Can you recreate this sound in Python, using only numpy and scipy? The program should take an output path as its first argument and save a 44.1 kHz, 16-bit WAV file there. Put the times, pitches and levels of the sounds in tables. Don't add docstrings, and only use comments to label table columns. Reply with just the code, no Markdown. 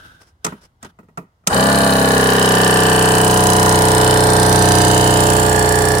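import sys
import numpy as np
from scipy import signal
from scipy.fft import rfft, irfft, next_fast_len
from scipy.io import wavfile
from scipy.ndimage import uniform_filter1d, map_coordinates

SR = 44100
rng = np.random.default_rng(int(sys.argv[2]) if len(sys.argv) > 2 else 0)


def generate_wav(signal):
    frames = np.transpose(np.atleast_2d(signal))
    scaled = np.clip(frames, -1, 1) * 32767
    pcm = np.round(scaled).astype(np.int16)
    wavfile.write(sys.argv[1], SR, pcm)


N = 264600

# time in seconds, speed in crank turns per second.
CRANK_SPEED = [(1.47, 0), (1.55, 31.22), (1.7, 34.051), (1.8, 33.814), (2, 33.005), (2.3, 32.252),
               (2.8, 31.693), (3.4, 31.381), (4, 31.189), (4.6, 31.074), (5.3, 30.906), (6, 30.598)]
# time in seconds, relative throb level in dB.
CAMERA_CLOSENESS = [(1.6, -27), (2.14, -25.5), (2.38, -26), (3.38, -21), (4.74, -17), (5.96, -20.5),
                    (6.0, -20.5)]
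# level at the start in dB before closeness, loss in dB per second.
DRONE_FADE = (-11, 0.49)
RATTLE_FADE = (-19.5, 2.03)
AIR_FADE = (-21, 1.0)
# time in seconds, relative level in dB.
WHINE_LEVEL = [(1.6, -28), (1.96, -29), (2.16, -24.5), (3.2, -26.5), (3.26, -33), (3.93, -29),
               (5.44, -29.5), (5.6, -25), (5.9, -27)]
# time in seconds, relative level in dB.
PING_LEVEL = [(1.6, -31.5), (2.09, -33.5), (2.43, -25.5), (3.85, -32.5), (4.13, -29), (4.33, -43),
              (5.02, -29), (5.48, -37), (5.9, -45)]
# centre in seconds, length in seconds, relative level in dB.
CASE_JOLT = (1.7, 0.014, -28)
# frequency in Hz, left minus right in dB.
MICROPHONE_FACING = [(60, -1.5), (700, -0.5), (2400, -0.5), (4400, -2.5), (8200, -8), (11000, -6.5),
                     (15000, 1.5)]
CATCH_S, SWELL_S = 1.496, 0.026
CLOSE_SHARE = 0.42
PAN_DB, PAN_DB_PER_S, DRONE_PAN_SHARE = 2, 1.3, 0.63


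def compressor():
    speed, = curves(CRANK_SPEED)
    turn = np.cumsum(speed) / SR
    load = pressure()
    age = np.maximum(np.arange(N) / SR - CATCH_S, 0)
    running = 1 - np.exp(-age / SWELL_S)

    throb_db, = curves(CAMERA_CLOSENESS)
    whine_db, = curves(WHINE_LEVEL)
    ping_db, = curves(PING_LEVEL)
    near_db = CLOSE_SHARE * (throb_db - throb_db.max())
    drone_db, rattle_db, air_db = (start_db + near_db - loss * age
                                   for start_db, loss in (DRONE_FADE, RATTLE_FADE, AIR_FADE))
    sides = np.array([[.5], [-.5]])
    pan_db = (PAN_DB - PAN_DB_PER_S * age) * sides

    low = running * drone(turn, speed, load, throb_db + 1.06, drone_db)
    low = ears(low) * amp(DRONE_PAN_SHARE * pan_db)
    case = (running * amp(rattle_db) + swells([CASE_JOLT])) * rattle(turn)
    ringing = amp(whine_db - 2.14) * whine(turn) + amp(ping_db - 0.2) * reed(turn)
    hiss = uneven_tone(amp(air_db) * air(turn, load), depth_db=3.0)
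    high = ears(case + running * (ringing + hiss)) * amp(pan_db)
    return filtered(low + high, lambda hz: amp(along(MICROPHONE_FACING, hz) * sides))


IDLE_LOAD, FILL_FROM_S, FILL_TIME_S = 0.092, 1.95, 0.5


def pressure():
    filling = np.maximum(np.arange(N) / SR - FILL_FROM_S, 0)
    return np.clip(1 - (1 - IDLE_LOAD) * np.exp(-filling / FILL_TIME_S), 0, 1)


# multiple of crank speed, relative level in dB.
FREE_ORDERS = [(1, -29), (2, -2), (3, -4), (4, 2.5), (5, 3.5), (6, 9), (7, -1), (8, 5.5), (9, -2.5),
               (10, -84), (11, -30), (12, -1), (13, 3), (14, -2.5), (15, 3.5), (16, -34), (17, 0.5),
               (18, 1.5), (19, -23), (20, 4), (21, -24.5), (22, -7.5), (23, -11), (24, 2), (25, 0),
               (26, -32), (27, -11), (28, -3), (29, -46), (30, -15)]
# multiple of crank speed, relative level in dB.
LOADED_ORDERS = [(1, -28.5), (2, -10.5), (3, -4), (4, -2.5), (5, -7), (6, -3.5), (7, -9.5), (8, -24.5),
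                 (9, -11), (10, -5), (11, -8.5), (12, -13), (13, -8.5), (14, 1.5), (15, -31), (16, -10),
                 (17, -12), (18, -11.5), (19, -10), (20, -20), (21, -15.5), (22, -16.5), (23, -2),
                 (24, -22), (25, -11.5), (26, -14.5), (27, -7.5), (28, -8.5), (29, -19), (30, -7),
                 (31, -16), (32, -16)]
# centre in Hz, width in Hz, relative level in dB, moment in turns.
INLET_TRACT = (445, 55, -1, .71)
# frequency in Hz, relative level in dB.
CHURN_TONE = [(25, -11.5), (45, 0), (130, 6.5), (430, 6), (600, 9), (880, 9), (1100, -28), (1600, -40)]
GEAR_CYCLE = 3


def drone(turn, speed, load, throb_db, drone_db, waver_db=1.5, count=4, size=4096):
    u = np.arange(size) / size
    knock = rng.standard_normal((2, size)) * np.exp(-((u - .57) % 1) / 1.7)
    phases = np.angle(rfft(knock))
    spot = (turn % 1 * size).astype(int) % size

    tract_hz, tract_width, tract_db, honk_at = INLET_TRACT
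    half_loaded = np.abs(np.sin(np.pi * load)) ** 1.5
    typical_speed = np.average(speed, weights=half_loaded * speed)
    lines, power = np.zeros((2, 2, N)), np.zeros((2, N))
    for k, (_, loaded_db) in enumerate(LOADED_ORDERS, 1):
        free_db = FREE_ORDERS[min(k, len(FREE_ORDERS)) - 1][1]
        in_tract = np.exp(-((k * typical_speed - tract_hz) / tract_width) ** 2)
        honk = amp(tract_db) * in_tract * half_loaded
        gain = (1 - load) * amp(free_db) + load * amp(loaded_db) + honk
        gain = gain * amp(waver_db * wobble(3.16))
        if in_tract > 1 / 10:
            phases[0, k] = -2 * np.pi * k * honk_at
        if k <= count + 2:
            phases[0, k] = np.pi / 2 * k * k
        wave = np.cos(2 * np.pi * k * u + phases[:, k, None])
        part = int(k > count)
        lines[part] += gain * wave[:, spot]
        power[part] += gain ** 2 / 2
    throb, body = lines / np.sqrt(power[:, None])

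    gears = chatter(turn / GEAR_CYCLE, repeat=0.26)
    push = 0.9 + stroke(turn, start=0.46, rise=0.02, fall=0.79, scatter_db=0.5)
    churn = coloured(gears * push, CHURN_TONE)
    settled = np.clip(speed / 32, 0, 1) ** 6
    rough = amp(-8.5 - 12 * load) + 0.69 * (1 - settled)
    tonal = amp(throb_db) * throb + amp(drone_db) * body
    return settled * tonal + amp(drone_db) * rough * churn


# centre in Hz, width in Hz, relative level in dB.
CASE_MODES = [(1005, 43, 3.5), (1170, 47, 0.5), (1278, 63, -3.5), (1446, 49, 0), (1584, 51, 1.5),
              (1884, 130, -8)]


def rattle(turn):
    first = stroke(turn, start=0.097, rise=0.048, fall=0.15, scatter_db=3.0)
    second = stroke(turn, start=0.576, rise=0.056, fall=0.18, scatter_db=1.0)
    blows = 1.3 + first + 1.33 * second
    shaken = resonate(chatter(turn, repeat=0.93) * blows, CASE_MODES)
    return coloured(shaken, [(600, -26), (970, 1.5), (1850, -1.5), (2200, -4.0), (4000, -16.5)])


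# frequency in Hz, relative level in dB.
OUTLET_TONE = [(1500, -23), (2600, -6), (4000, -7.5), (5000, -3), (5800, -6.5), (7000, -4.5), (8000, 1.5),
               (9700, 0), (11000, -9), (12800, -16.5), (15500, -10.5)]
# frequency in Hz, relative level in dB.
INLET_TONE = [(1500, -4), (2500, -3), (3500, -1.5), (4300, 7), (5200, -1.5), (5800, -3), (6600, 1.5),
              (9000, -17), (12800, -19.5), (15500, -21.5)]
# frequency in Hz, relative level in dB.
BRUSH_TONE = [(900, -16), (2000, -1.5), (3500, -0.5), (4700, -1), (5700, -5), (7500, -4), (9500, 1.5),
              (11300, -9), (12800, -11), (14200, -4.5), (16000, -16)]


def air(turn, load):
    spit = stroke(turn, start=0.055, rise=0.054, fall=0.076, scatter_db=0.95)
    spit = spit + 0.13 * stroke(turn, start=0.14, rise=0.054, fall=0.45, scatter_db=3.0)
    suck = stroke(turn, start=0.715, rise=0.015, fall=0.23 + 0.12 * load, scatter_db=1.0)
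    outlet = unit(coloured(chatter(turn, repeat=0.62), OUTLET_TONE) * spit)
    inlet = unit(coloured(chatter(turn, repeat=0.08), INLET_TONE) * suck)
    brushes = coloured(chatter(turn, repeat=0.66), BRUSH_TONE)
    return amp(-4.5 + 2.66 * load) * outlet + amp(-5 - 3.7 * load) * inlet + amp(-4.5) * brushes


# centre in Hz, width in Hz, relative level in dB.
REED_RESONANCES = [(3000, 79, 6.5), (3900, 62, -3.5), (5010, 110, -1)]
# moment in turns, relative strength in dB.
REED_CONTACTS = [(.7, -3), (.1, -11)]


def reed(turn):
    slaps = taps(turn, REED_CONTACTS, jitter=0.0011, scatter_db=1.0)
    rung = resonate(slaps + 0.011 * chatter(turn, repeat=0.71), REED_RESONANCES)
    return coloured(rung, [(1200, -23), (2600, 9), (5000, 2.0), (8000, -31)])


# centre in Hz, width in Hz, relative level in dB.
HOUSING_MODES = [(1675, 67, -1.1), (1788, 173, 0.11)]
# moment in turns, relative strength in dB.
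ROD_CONTACTS = [(.66, 4.5), (0.1004, -4), (0.65, -12)]


def whine(turn):
    knocks = taps(turn, ROD_CONTACTS, jitter=0.0029, scatter_db=0.5)
    rung = resonate(knocks + 0.053 * chatter(turn, repeat=1.0), HOUSING_MODES)
    return coloured(rung, [(900, -20), (1600, 4.0), (1900, -5), (3000, -5)])


# start in seconds, relative thump level in dB, softness from 0 (snap) to 1 (thud).
PLASTIC_CLICKS = [(.445, -33.5, .03), (.448, -24, 0.11), (0.465, -22, .35), (.522, -29, 0.74),
                  (0.828, -36.5, .24), (.847, -37, 0.34), (.988, -37, .76), (1.03, -45, .95),
                  (1.085, -44, .8), (1.174, -25, .5), (1.183, -34, .97), (1.22, -42, .97),
                  (1.438, -54, 0.69), (1.467, -36, 0.37), (1.472, -18.5, 0.036)]


def ring(levels_db, attack, t60, tail_db, tail_t60):
    t = np.arange(SR // 3) / SR
    decay = amp(-60 * t / t60) + amp(tail_db - 60 * t / tail_t60)
    shape = (1 - np.exp(-t / attack)) * decay
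    power = np.zeros(N)
    for (start, _, _), db in zip(PLASTIC_CLICKS, levels_db):
        power[round(start * SR):][:len(t)] += (amp(db) * shape) ** 2
    return np.sqrt(power)


# frequency in Hz, relative level in dB.
CRACK_TONE = [(1200, -11.5), (2700, -4.5), (5000, -3), (6500, 2), (8000, 3), (10000, -7), (13000, -13),
              (16000, -20.5)]
# centre in Hz, width in Hz, relative level in dB.
PANEL_MODES = [(446, 39, -2.5), (650, 76, -0.5), (935, 86, 1), (1245, 140, -0.5), (1400, 160, -5.5),
               (1910, 96, -6), (2550, 250, -15)]
# frequency in Hz, relative level in dB.
THUMP_TONE = [(50, -21.5), (120, -10), (175, 7), (300, -7), (450, -6), (900, -43)]
# centre in Hz, width in Hz, relative level in dB.
FITTING_MODES = [(3010, 99, 0), (9700, 300, -8)]
CRACK_DB, CRACK_SOFT_LOSS_DB = 15.5, 51
KNOCK_DB, KNOCK_SOFT_LOSS_DB = 2.5, 15.5


def clicks():
    _, thump_db, softness = np.transpose(PLASTIC_CLICKS)
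    crack_db = thump_db + CRACK_DB - CRACK_SOFT_LOSS_DB * softness
    knock_db = thump_db + KNOCK_DB - KNOCK_SOFT_LOSS_DB * softness ** 3

    crack = ring(crack_db, attack=.0005, t60=.028, tail_db=-27, tail_t60=.17)
    crack = crack * uneven_tone(coloured(noise(), CRACK_TONE), depth_db=1.0)
    panel = coloured(resonate(noise(), PANEL_MODES), [(2800, 5.0), (7000, -18)])
    knock = ring(knock_db, attack=.0007, t60=0.061, tail_db=-23.5, tail_t60=0.34) * panel
    thump = ring(thump_db, attack=0.0034, t60=0.13, tail_db=-24.5, tail_t60=.25)
    thump = thump * coloured(noise(), THUMP_TONE)
    metal = ring(crack_db - 37, attack=.002, t60=0.27, tail_db=-12, tail_t60=.5)
    metal = metal * resonate(noise(), FITTING_MODES)
    return ears(crack + knock + thump + metal) * amp([[-.4], [.4]])


# centre in seconds, length in seconds, relative level in dB.
SLIDES = [(0, 0.26, -49.5), (0.485, 0.047, -46), (.57, .12, -59), (.853, 0.034, -46), (0.902, 0.014, -56)]
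# frequency in Hz, relative level in dB.
SLIDE_TONE = [(200, 4), (1150, -3), (1540, 11.5), (1850, -6), (2500, -7.5), (3300, -0.5), (4200, -7.5),
              (5500, -8.5), (7500, -16.5), (10000, -13.5), (16000, -23.5)]
# centre in seconds, length in seconds, relative level in dB.
FINGER_SCUFFS = [(.222, 0.021, -48.5), (.28, 0.04, -58), (.64, 0.031, -51.5)]
# frequency in Hz, relative level in dB.
SCUFF_TONE = [(500, 5), (2500, -5), (4200, -8), (5200, 1.5), (6800, -9), (9300, -8), (12000, -18),
              (16000, -20)]


def handling():
    slide = swells(SLIDES)
    hiss = uneven_tone(coloured(noise(), SLIDE_TONE), depth_db=1.3)
    rub = slide * amp(1.6 * wobble(90)) * hiss
    scuff = swells(FINGER_SCUFFS) * amp(3 * wobble(150)) * coloured(noise(), SCUFF_TONE)
    return ears(rub + scuff + slide * rumble())


# frequency in Hz, relative level in dB.
RUMBLE_TONE = [(15, -37), (25, 4), (92, 0.5), (335, -20.5), (887, -21.5), (1700, -33.5), (2050, -31),
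               (2410, -41), (2910, -35), (4030, -38), (16000, -49.5)]


def rumble():
    return filtered(coloured(noise(), RUMBLE_TONE), lambda hz: 1 / np.sqrt(1 + (55 / (hz + 1)) ** 8))


def outdoors():
    return ears(amp(-57) * rumble())


# frequency in Hz, side minus mid in dB.
STEREO_WIDTH = [(25, -8), (60, -21), (150, -20), (330, -14.5), (700, -6.5), (1000, 0.5), (1400, 5),
                (2400, -1.5), (16000, 1)]


def ears(pair):
    mid, side = filtered(pair, lambda hz: np.array([np.ones_like(hz), amp(along(STEREO_WIDTH, hz))]))
    return np.array([mid + side, mid - side])


def uneven_tone(pair, depth_db, order=5, count=9, size=1024):
    z = signal.stft(pair, nperseg=size)[2]
    field = uniform_filter1d(rng.standard_normal((z.shape[1], count + 1)), order, 0)
    field = signal.resample(field / field.std(), z.shape[2], axis=1)
    shaped = z * amp(depth_db * field - depth_db ** 2 / 9)
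    return signal.istft(shaped, nperseg=size)[1][:, :N]


def chatter(turn, repeat, size=1400, count=9):
    patterns = rng.standard_normal((2, count + 1, size))
    age = np.arange(N) / N * count
    row, blend = age.astype(int), age % 1 * np.pi / 2
    spot = (turn % 1 * size).astype(int) % size
    locked = patterns[:, row, spot] * np.cos(blend) + patterns[:, row + 1, spot] * np.sin(blend)
    share = np.clip(repeat, 0, 1)
    return np.sqrt(share) * locked + np.sqrt(1 - share) * noise()


def stroke(turn, start, rise, fall, scatter_db, size=256):
    number, u = np.divmod(turn - start, 1)
    shape = (1 - np.exp(-(u / rise) ** 2)) * np.exp(-u / fall)
    strength = amp(scatter_db * rng.standard_normal(size))
    return shape / shape.max() * strength[number.astype(int)]


def taps(turn, contacts, jitter, scatter_db):
    out = np.zeros((2, N))
    number = np.arange(int(turn[-1]))
    for row in out:
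        for start, db in contacts:
            late, strength = rng.standard_normal((2, len(number)))
            at = np.searchsorted(turn, number + start + jitter * late)
            row[np.minimum(at, N - 1)] += amp(db + scatter_db * strength)
    return out


def swells(rows):
    t = np.arange(N) / SR
    return sum(amp(db) * np.exp(-2 * ((t - s) / length) ** 2) for s, length, db in rows)


def amp(db):
    return 10 ** (np.asarray(db) / 20)


def unit(x):
    return x / np.sqrt(np.mean(np.atleast_2d(x)[0] ** 2) + 1e-20)


def along(points, hz):
    f, v = np.transpose(points)
    return np.interp(np.log(hz + 1), np.log(f + 1), v)


def curves(rows):
    s, *cols = np.transpose(rows)
    return [np.interp(np.arange(N) / SR, s, c) for c in cols]


def wobble(rate):
    coarse = np.arange(0, N + 64, 64)
    knots = rng.standard_normal(int(N * rate / SR) + 4)
    smooth = map_coordinates(knots, [coarse * rate / SR], mode="nearest")
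    return np.interp(np.arange(N), coarse, smooth)


def filtered(x, response):
    m = next_fast_len(N + SR // 4)
    return irfft(rfft(x, m) * response(np.fft.rfftfreq(m, 1 / SR)), m)[..., :N]


def coloured(x, spectrum):
    return unit(filtered(x, lambda hz: amp(along(spectrum, hz))))


def resonate(x, modes):
    def response(f):
        total = 0
        for k, (centre, width, db) in enumerate(modes):
            damping = 1j * f * width
            total = total + (-1) ** k * amp(db) * damping / (centre ** 2 - f ** 2 + damping)
        return total
    return unit(filtered(x, response))


def noise():
    return rng.standard_normal((2, N))


def scene():
    return compressor() + clicks() + handling() + outdoors()


TOP_HZ = 15900


def record(dry):
    rounded = dry / (1 + np.abs(dry) ** 8) ** (1 / 8)
    return filtered(rounded, lambda hz: 1 / np.sqrt(1 + (hz / TOP_HZ) ** 240))


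dry = scene()
out = record(dry)
generate_wav(out)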